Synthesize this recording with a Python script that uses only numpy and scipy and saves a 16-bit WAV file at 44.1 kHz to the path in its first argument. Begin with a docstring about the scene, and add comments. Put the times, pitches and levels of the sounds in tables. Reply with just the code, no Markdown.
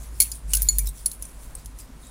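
"""A woollen cuff is pulled over a hand while hollow metal knitting needles knock against each other.
From the start: a stand's low sway (gliding sine), a quiet room's hiss, wool (noise grains) and skin rub.
Soft table bumps (short sine bursts) join at 0.12 s; knocks (struck bending modes) and ticks (damped,
wavering pitches) crowd in from 0.2 s, with a short bright room tail. After 1.25 s they grow sparse and faint."""
import sys
import numpy as np
from scipy import signal
from scipy.fft import rfft, irfft
from scipy.io import wavfile
from scipy.ndimage import uniform_filter1d

SR = 44100
rng = np.random.default_rng(int(sys.argv[2]) if len(sys.argv) > 2 else 0)


def to_wav(sig):
    """Store sig (one row per channel, or 1-D mono) as 16-bit WAV at the path in sys.argv[1].

    Samples outside -1..1 are clipped; the rate is SR.
    """
    pcm = np.clip(np.atleast_2d(sig), -1, 1) * 32767
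    pcm = np.round(pcm).astype(np.int16)
    wavfile.write(sys.argv[1], SR, pcm.T)  # frames by channels


def invert_db(x):
    """Field ratio 10**(x/20) for x, a level in decibels (scalar or array-like)."""
    u = np.asarray(x, float) / 20
    return 10 ** u


N = 92610

# stand sway: (time [s], pitch [Hz], level [dB])
SWAY = [(0.0, 53.2, -32), (0.03, 53.6, -36), (0.05, 53.9, -48), (0.06, 54.4, -38), (0.14, 54.6, -33),
        (0.16, 54.6, -42), (0.19, 54.6, -35), (0.38, 54.6, -39), (0.41, 54.1, -53), (0.45, 51.9, -31),
        (0.48, 50.0, -29), (0.51, 49.0, -30), (0.57, 49.2, -24), (0.67, 48.2, -25), (0.7, 47.9, -36),
        (0.74, 47.8, -24), (0.88, 47.7, -25), (0.99, 47.7, -51), (1.02, 47.7, -39), (1.1, 47.7, -41),
        (1.15, 47.7, -53), (1.2, 47.8, -37), (1.23, 48.6, -36), (1.27, 50.2, -56), (1.3, 50.4, -43),
        (1.32, 50.3, -54), (1.36, 49.5, -39), (1.42, 49.0, -45), (1.43, 49.1, -53), (1.49, 49.1, -35),
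        (1.53, 49.1, -55), (1.57, 49.1, -36), (1.61, 49.0, -53), (1.67, 49.1, -37), (1.72, 49.1, -46),
        (1.76, 49.1, -36), (1.79, 49.1, -49), (1.83, 49.1, -41), (1.9, 49.0, -57), (1.94, 49.1, -40),
        (2.0, 49.1, -52), (2.03, 49.1, -41), (2.05, 49.1, -54), (2.1, 49.1, -40)]
# handling noise spectrum: (frequency [Hz], relative level [dB])
SHAKE_SPECTRUM = [(38, -73), (65, -3.5), (81, -19), (146, -1.5), (173, -26.5), (400, -21), (520, -60),
                  (880, -120)]
SHAKE_MAX_DB, SHAKE_DB_PER_SWAY_DB = -46, 0.85

# room hiss spectrum: (frequency [Hz], relative level [dB])
HISS_SPECTRUM = [(12, -16), (20, -0.5), (55, -11), (95, -12), (137, -14.5), (191, -19.5), (253, -17),
                 (374, -25.5), (751, -32), (1020, -26.5), (1110, -30.5), (2950, -37), (9770, -41),
                 (15700, -50)]
HISS_RMS_DB = -47.5

# wool rustle: (time [s], level [dB])
WOOL_LEVEL = [(0, -52), (.04, -46), (.1, -57.5), (.17, -49), (.25, -37), (.3, -46), (0.359, -44),
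              (.41, -66), (.47, -58.5), (0.508, -41), (.6, -39), (.67, -41.5), (.76, -43.5), (.83, -48.5),
              (0.872, -46.5), (.9, -55), (.92, -65), (.96, -47.5), (1.008, -45), (1.04, -53.5),
              (1.1, -46.5), (1.15, -49), (1.18, -66), (1.22, -48), (1.27, -49), (1.3, -53.5), (1.37, -58),
              (1.41, -52.5), (1.44, -47.5), (1.49, -55), (1.54, -57), (1.59, -49), (1.63, -59),
              (1.665, -59), (1.7, -58), (1.74, -67), (1.78, -56), (1.798, -42), (1.84, -56), (1.87, -61),
              (1.96, -65), (2.03, -53.5), (2.1, -53.5)]
# wool spectrum: (frequency [Hz], relative level [dB])
WOOL_SPECTRUM = [(1470, -21.5), (2500, -7.5), (2870, -13.5), (3820, -9), (4120, -10.5), (10200, 3),
                 (12100, -7), (14300, -5), (15700, -11)]
WOOL_GRAINS_PER_S, WOOL_PATCH_DB = 4000, 2.5
WOOL_GRAIN_DB = 2.1  # mean excess of grain size, before the square root

# skin on wool: (time [s], level [dB])
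RUB_LEVEL = [(0, -58), (.15, -59.5), (.3, -67), (.55, -57), (.7, -63), (1.01, -66), (1.2, -64), (1.3, -60),
             (1.4, -60), (1.55, -55.5), (1.65, -67), (1.8, -62), (2.1, -60)]
# skin rub spectrum: (frequency [Hz], relative level [dB])
RUB_SPECTRUM = [(250, -43), (500, 8), (1300, 2), (2200, -4.5), (3500, -32)]

# soft knocks on the table: (time [s], level [dB], pitch [Hz])
BUMPS = [(0.119, -47.5, 303), (.47, -40, 151.6), (0.631, -43, 145.5), (0.761, -45, 211), (1.38, -48.5, 600),
         (1.65, -42, 93), (1.888, -41, 246), (1.939, -45.5, 147)]
BUMP_CYCLES = 6.8

# loose needles knocking: (time [s], level [dB], low modes [dB], middle modes [dB], top modes [dB],
# ring time factor [1], crack [dB]); the last and the mode groups are relative to the level
KNOCKS = [(0.2014, -2, -9.5, -12, 0, 0.92, -1), (0.206, -12, -16, -11, -3, .7, 6.5),
          (0.2185, -3, -7, -17, 0, 0.51, -4.5), (0.2249, -3.5, -41, -12, -14, 0.56, -8),
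          (.2340, -23, -13, -20, -10, 0.77, 6), (.3162, -16, -23, -8.5, -12, 0.45, -2.5),
          (.5342, -6, -22, -20, -6, 0.25, 2.7), (0.5375, -11.5, -22, -28, -8, .4, 5),
          (.5490, -8, -6, -24, -13, 0.067, 0.5), (0.5524, -8, -20, -23, -2, 0.97, -6),
          (0.57, -16, -20, -25, 3, 0.44, 4.5), (.6200, -3.5, -20.5, -21, 5, 0.21, -10.5),
          (.6280, -18.5, -15, -6, 6, 0.73, -7), (0.6868, -5.5, -5, 1.7, -5.5, 0.7, -24),
          (0.7843, -3.5, -26, -7, 2.8, .25, -11), (0.7905, -15.5, -30, -13, -9, 1, 0),
          (1.059, -0.5, -21.5, -28, -10, .5, -19.5), (1.1153, -22, -23, -18, -10, 0.33, -3),
          (1.2237, -18, -24, -16, -6, 0.36, -7), (0.8708, -21, -24, -22, -15, 0.14, 2),
          (1.552, -33, -13, -24, -10, 0.24, 3), (1.6584, -29, -24, -12, -6, 0.44, 2.5),
          (1.787, -36.5, -19, -22, -8, .3, 5.5)]
# needle bending modes: (frequency [Hz], relative level [dB], t60 before the ring time factor [s])
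LOW_MODES = [(830, -30, .1), (2200, -14, .09), (4360, 3, .07)]
MIDDLE_MODES = [(7020, 3, .075), (7200, -12, .08)]
MAIN_MODES = [(9250, -10, .04), (9750, -5, .05), (9950, -3, .06), (10150, 0, .07), (10330, -3, .06),
              (10600, -3, .05), (10800, -5, .04), (11080, -6, .04), (8590, -14, .05)]
TOP_MODES = [(13600, -2, .06), (13820, 0, .06), (14050, -5, .04), (15100, -10, .04)]
DETUNE_RATIO, UNEVEN_DB = .004, 2.5  # standard deviations per mode and knock
LINGER_DB, LINGER_T60_S = -30, .42  # free needle ends ring on faintly
FLUTTER_DEPTH, FLUTTER_S = .6, .003
STRIKE_RISE_S, CHATTER_DECAY_S = .0007, .00052
# metal crack spectrum: (frequency [Hz], relative level [dB])
CRACK_SPECTRUM = [(530, -72), (900, -33), (1920, -30), (2640, -23.5), (4530, -15), (5510, -10), (9220, -6),
                  (10400, -0.5), (12100, -11.5), (14700, -8.5), (16200, -24), (16800, -80)]
CRACK_T60_S = .025

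# needles gripped by stitches: (time [s], level [dB], pitch [Hz], rise [s], t60 [s])
TICKS = [(.203, -27, 2262, 0.002, 0.11), (0.321, -25.5, 4870, 0.00051, 0.024),
         (0.342, -37, 9020, 0.0088, 0.2), (0.493, -37, 8600, 0.0016, 0.082),
         (0.5335, -38.5, 1493, .002, 0.11), (0.5341, -17.5, 2930, 0.0007, 0.046),
         (.56, -39.5, 1560, .01, 0.14), (.785, -36.5, 1810, .001, 0.043),
         (0.784, -32.5, 4160, 0.0013, 0.028), (0.793, -30, 6030, 0.0023, 0.037),
         (.203, -47, 1610, .003, 0.12), (0.568, -20, 5630, 0.00092, 0.021),
         (0.792, -42, 2300, 0.0012, 0.15), (0.855, -29, 12100, 0.0057, 0.055),
         (0.856, -26.5, 5300, 0.016, 0.073), (.871, -22.5, 15000, .001, 0.041),
         (0.871, -35, 3875, .002, 0.095), (0.886, -25.5, 8500, 0.0015, 0.049),
         (0.888, -13, 11040, 0.0052, 0.017), (1.059, -21.5, 4394, 0.00059, 0.029),
         (1.06, -40, 2216, .002, 0.031), (1.058, -21, 5680, 0.0017, 0.034), (1.059, -24, 7370, .002, 0.058),
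         (1.114, -31, 4250, 0.0013, .03), (1.115, -25.5, 11200, 0.00078, .03),
         (1.117, -32, 15300, 0.0019, 0.027), (1.131, -28, 11300, 0.002, 0.027),
         (1.2245, -31.5, 6050, 0.0037, 0.039), (1.251, -23, 6000, 0.007, 0.015),
         (1.250, -26, 9100, 0.0034, 0.037), (1.5507, -26.5, 8470, 0.0011, 0.032),
         (1.647, -38, 9500, .001, .02), (1.659, -39.5, 6440, .002, 0.026), (1.79, -37, 9580, .003, 0.047),
         (1.8, -49, 4990, .01, 0.19), (2.021, -51.5, 3760, 0.016, 0.52), (2.0667, -40, 7740, .003, 0.043)]
TICK_CRACK_DB, TICK_WIDTH_PER_HZ = -6, .097
TICK_STEADY = .4  # amplitude of the steady tone beside the wavering one

ROOM_DB, ROOM_T60_S, ROOM_HIGHPASS_HZ = -12, .12, 6000
EDGE_HZ, ABOVE_EDGE_DB = 15850, -34


def read(points, hz):
    """Interpolates a spectrum table in dB over log frequency."""
    f, db = np.transpose(points)
    return np.interp(np.log(hz + 1), np.log(f + 1), db)


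def evened(x):
    """Scales to unit rms."""
    return x / np.sqrt(np.mean(x ** 2) + 1e-20)


def coloured_noise(n, points):
    """White noise filtered by a spectrum table, at unit rms."""
    gain = invert_db(read(points, np.fft.rfftfreq(n, 1 / SR)))
    return evened(irfft(rfft(rng.standard_normal(n)) * gain, n))


def level_curve(points):
    """Amplitude over the scene from (time [s], level [dB])."""
    s, db = np.transpose(points)
    return invert_db(np.interp(np.arange(N) / SR, s, db))


def smoothed_twice(x, width, axis=-1):
    """Two running means in a row."""
    return uniform_filter1d(uniform_filter1d(x, width, axis), width, axis)


def soft_rise(t, rise_s):
    """Squared-sine onset."""
    return np.sin(np.pi / 2 * np.minimum(t / rise_s, 1)) ** 2


def add(mix, s, sound):
    """Adds a sound at time s, cut at the end of the mix."""
    part = mix[round(s * SR):][:len(sound)]
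    part += sound[:len(part)]


def rumble():
    """The stand sways at one gliding low pitch; handling noise rises with it."""
    s, hz, db = np.transpose(SWAY)
    t = np.arange(N) / SR
    level_db = uniform_filter1d(np.interp(t, s, db), 900)
    cycles = np.cumsum(np.interp(t, s, hz)) / SR
    sway = np.sqrt(2) * invert_db(level_db) * np.sin(2 * np.pi * cycles)
    slow_db = uniform_filter1d(level_db, 6000)
    shake_db = SHAKE_MAX_DB + SHAKE_DB_PER_SWAY_DB * (slow_db - slow_db.max())
    return sway + coloured_noise(N, SHAKE_SPECTRUM) * invert_db(shake_db)


def room_hiss():
    """Steady coloured noise of a quiet room."""
    return invert_db(HISS_RMS_DB) * coloured_noise(N, HISS_SPECTRUM)


def wool():
    """Fibres crackle as dense noise grains, in drifting patches of colour."""
    struck = rng.random(N) < WOOL_GRAINS_PER_S / SR
    size = invert_db(WOOL_GRAIN_DB * np.minimum(rng.exponential(1, N), 5)) * struck
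    envelope = np.sqrt(abs(uniform_filter1d(size, 40)))
    hz, _, z = signal.stft(envelope * rng.standard_normal(N), SR, nperseg=256, noverlap=192)
    noise = uniform_filter1d(rng.standard_normal(z.shape), 6, 0)  # across frequency
    patch = evened(uniform_filter1d(noise, 25, 1))  # across time
    z = z * invert_db(read(WOOL_SPECTRUM, hz)[:, None] + WOOL_PATCH_DB * patch)
    crackle = signal.istft(z, SR, nperseg=256, noverlap=192)[1][:N]
    return evened(crackle) * level_curve(WOOL_LEVEL)


def skin_rub():
    """Skin rubbing on wool: coloured noise under a level curve."""
    return coloured_noise(N, RUB_SPECTRUM) * level_curve(RUB_LEVEL)


def bumps():
    """Wrists bump the table softly: a few sine cycles under a rounded envelope."""
    out = np.zeros(N)
    for s, level_db, hz in BUMPS:
        cycles = np.arange(0, BUMP_CYCLES, hz / SR)
        envelope = np.sin(np.pi * (cycles / BUMP_CYCLES) ** 1.05) ** 2
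        add(out, s, invert_db(level_db) * envelope * np.sin(2 * np.pi * cycles))
    return out


def crack(t, t60_s):
    """A broad decaying noise burst from metal meeting metal."""
    return coloured_noise(len(t), CRACK_SPECTRUM) * invert_db(-60 * t / t60_s) / 2


def flutter(t):
    """Needles resting on each other make the ringing waver."""
    waver = evened(smoothed_twice(rng.standard_normal(len(t)), round(FLUTTER_S * SR)))
    return 1 + FLUTTER_DEPTH * np.minimum(t / FLUTTER_S / 2, 1) * waver


def chatter():
    """A first contact, then sparse random ones dying away, at unit energy."""
    t = np.arange(200) / SR
    contacts = .3 * rng.standard_normal(200) * np.exp(-t / CHATTER_DECAY_S) * (rng.random(200) < .1)
    contacts[0] = 1
    return contacts / np.linalg.norm(contacts)


def knock(level_db, low_db, middle_db, top_db, ring_factor, crack_db):
    """A strike and a faint chatter set all bending modes ringing."""
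    t = np.arange(12000) / SR
    ringing = np.zeros(len(t))
    groups = ((LOW_MODES, low_db), (MIDDLE_MODES, middle_db), (MAIN_MODES, 0), (TOP_MODES, top_db))
    for modes, group_db in groups:
        for hz, mode_db, t60_s in modes:
            uneven, detune, phase_cycles = rng.standard_normal(3)
            fade = invert_db(-60 * t / (t60_s * ring_factor)) + invert_db(LINGER_DB - 60 * t / LINGER_T60_S)
            gain = invert_db(group_db + mode_db + UNEVEN_DB * uneven)
            cycles = hz * (1 + DETUNE_RATIO * detune) * t + phase_cycles
            ringing += gain * fade * flutter(t) * np.sin(2 * np.pi * cycles)
    rise = soft_rise(t, STRIKE_RISE_S)
    ringing = signal.oaconvolve(ringing * rise, chatter())[:len(t)]
    return invert_db(level_db) * (ringing / 4 + invert_db(crack_db) * rise * crack(t, CRACK_T60_S))


def tick(level_db, hz, rise_s, t60_s):
    """A damped needle is tapped or scraped: a steady tone plus narrow noise around one pitch."""
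    t = np.arange(9000) / SR
    pole = np.exp(-np.pi * TICK_WIDTH_PER_HZ * hz / SR)
    drift = rng.standard_normal((2, len(t)))
    for _ in range(2):
        drift = signal.lfilter([1 - pole], [1, -pole], drift)
    wander = (evened(drift[0]) + 1j * evened(drift[1])) / 2
    wave = (np.exp(2j * np.pi * hz * t) * (TICK_STEADY + wander)).real
    body = wave * invert_db(-60 * t / t60_s) + invert_db(TICK_CRACK_DB) * crack(t, t60_s)
    return invert_db(level_db) * soft_rise(t, rise_s) * body


def room_tail(x):
    """A short, bright tail of sparse random reflections."""
    t = np.arange(12000) / SR
    signs = rng.choice([-1., 1.], len(t)) * (rng.random(len(t)) < .06)
    taps = signs * invert_db(-60 * t / ROOM_T60_S) * (t > .002)
    bright = signal.lfilter(*signal.butter(1, ROOM_HIGHPASS_HZ, "high", fs=SR), x)
    return invert_db(ROOM_DB) * signal.oaconvolve(bright, taps / np.linalg.norm(taps))[:N]


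def scene():
    """Rumble, hiss, wool and hands, with needles in the room."""
    background = rumble() + room_hiss() + wool() + skin_rub() + bumps()
    needles = np.zeros(N)
    for s, *settings in KNOCKS:
        add(needles, s, knock(*settings))
    for s, *settings in TICKS:
        add(needles, s, tick(*settings))
    return (background + needles + room_tail(needles))[None]


def band_limit(x):
    """A steep low-pass at the top of the band."""
    return signal.sosfilt(signal.butter(12, 16970, fs=SR, output="sos"), x)


def record(dry):
    """A steep filter steps the treble down above the band edge."""
    lowpass = signal.firwin(1023, EDGE_HZ, window=("kaiser", 6), fs=SR)
    low = signal.oaconvolve(dry, lowpass[None], "same")
    mix = low + invert_db(ABOVE_EDGE_DB) * (dry - low)
    return band_limit(mix)


dry = scene()
out = record(dry)
to_wav(out)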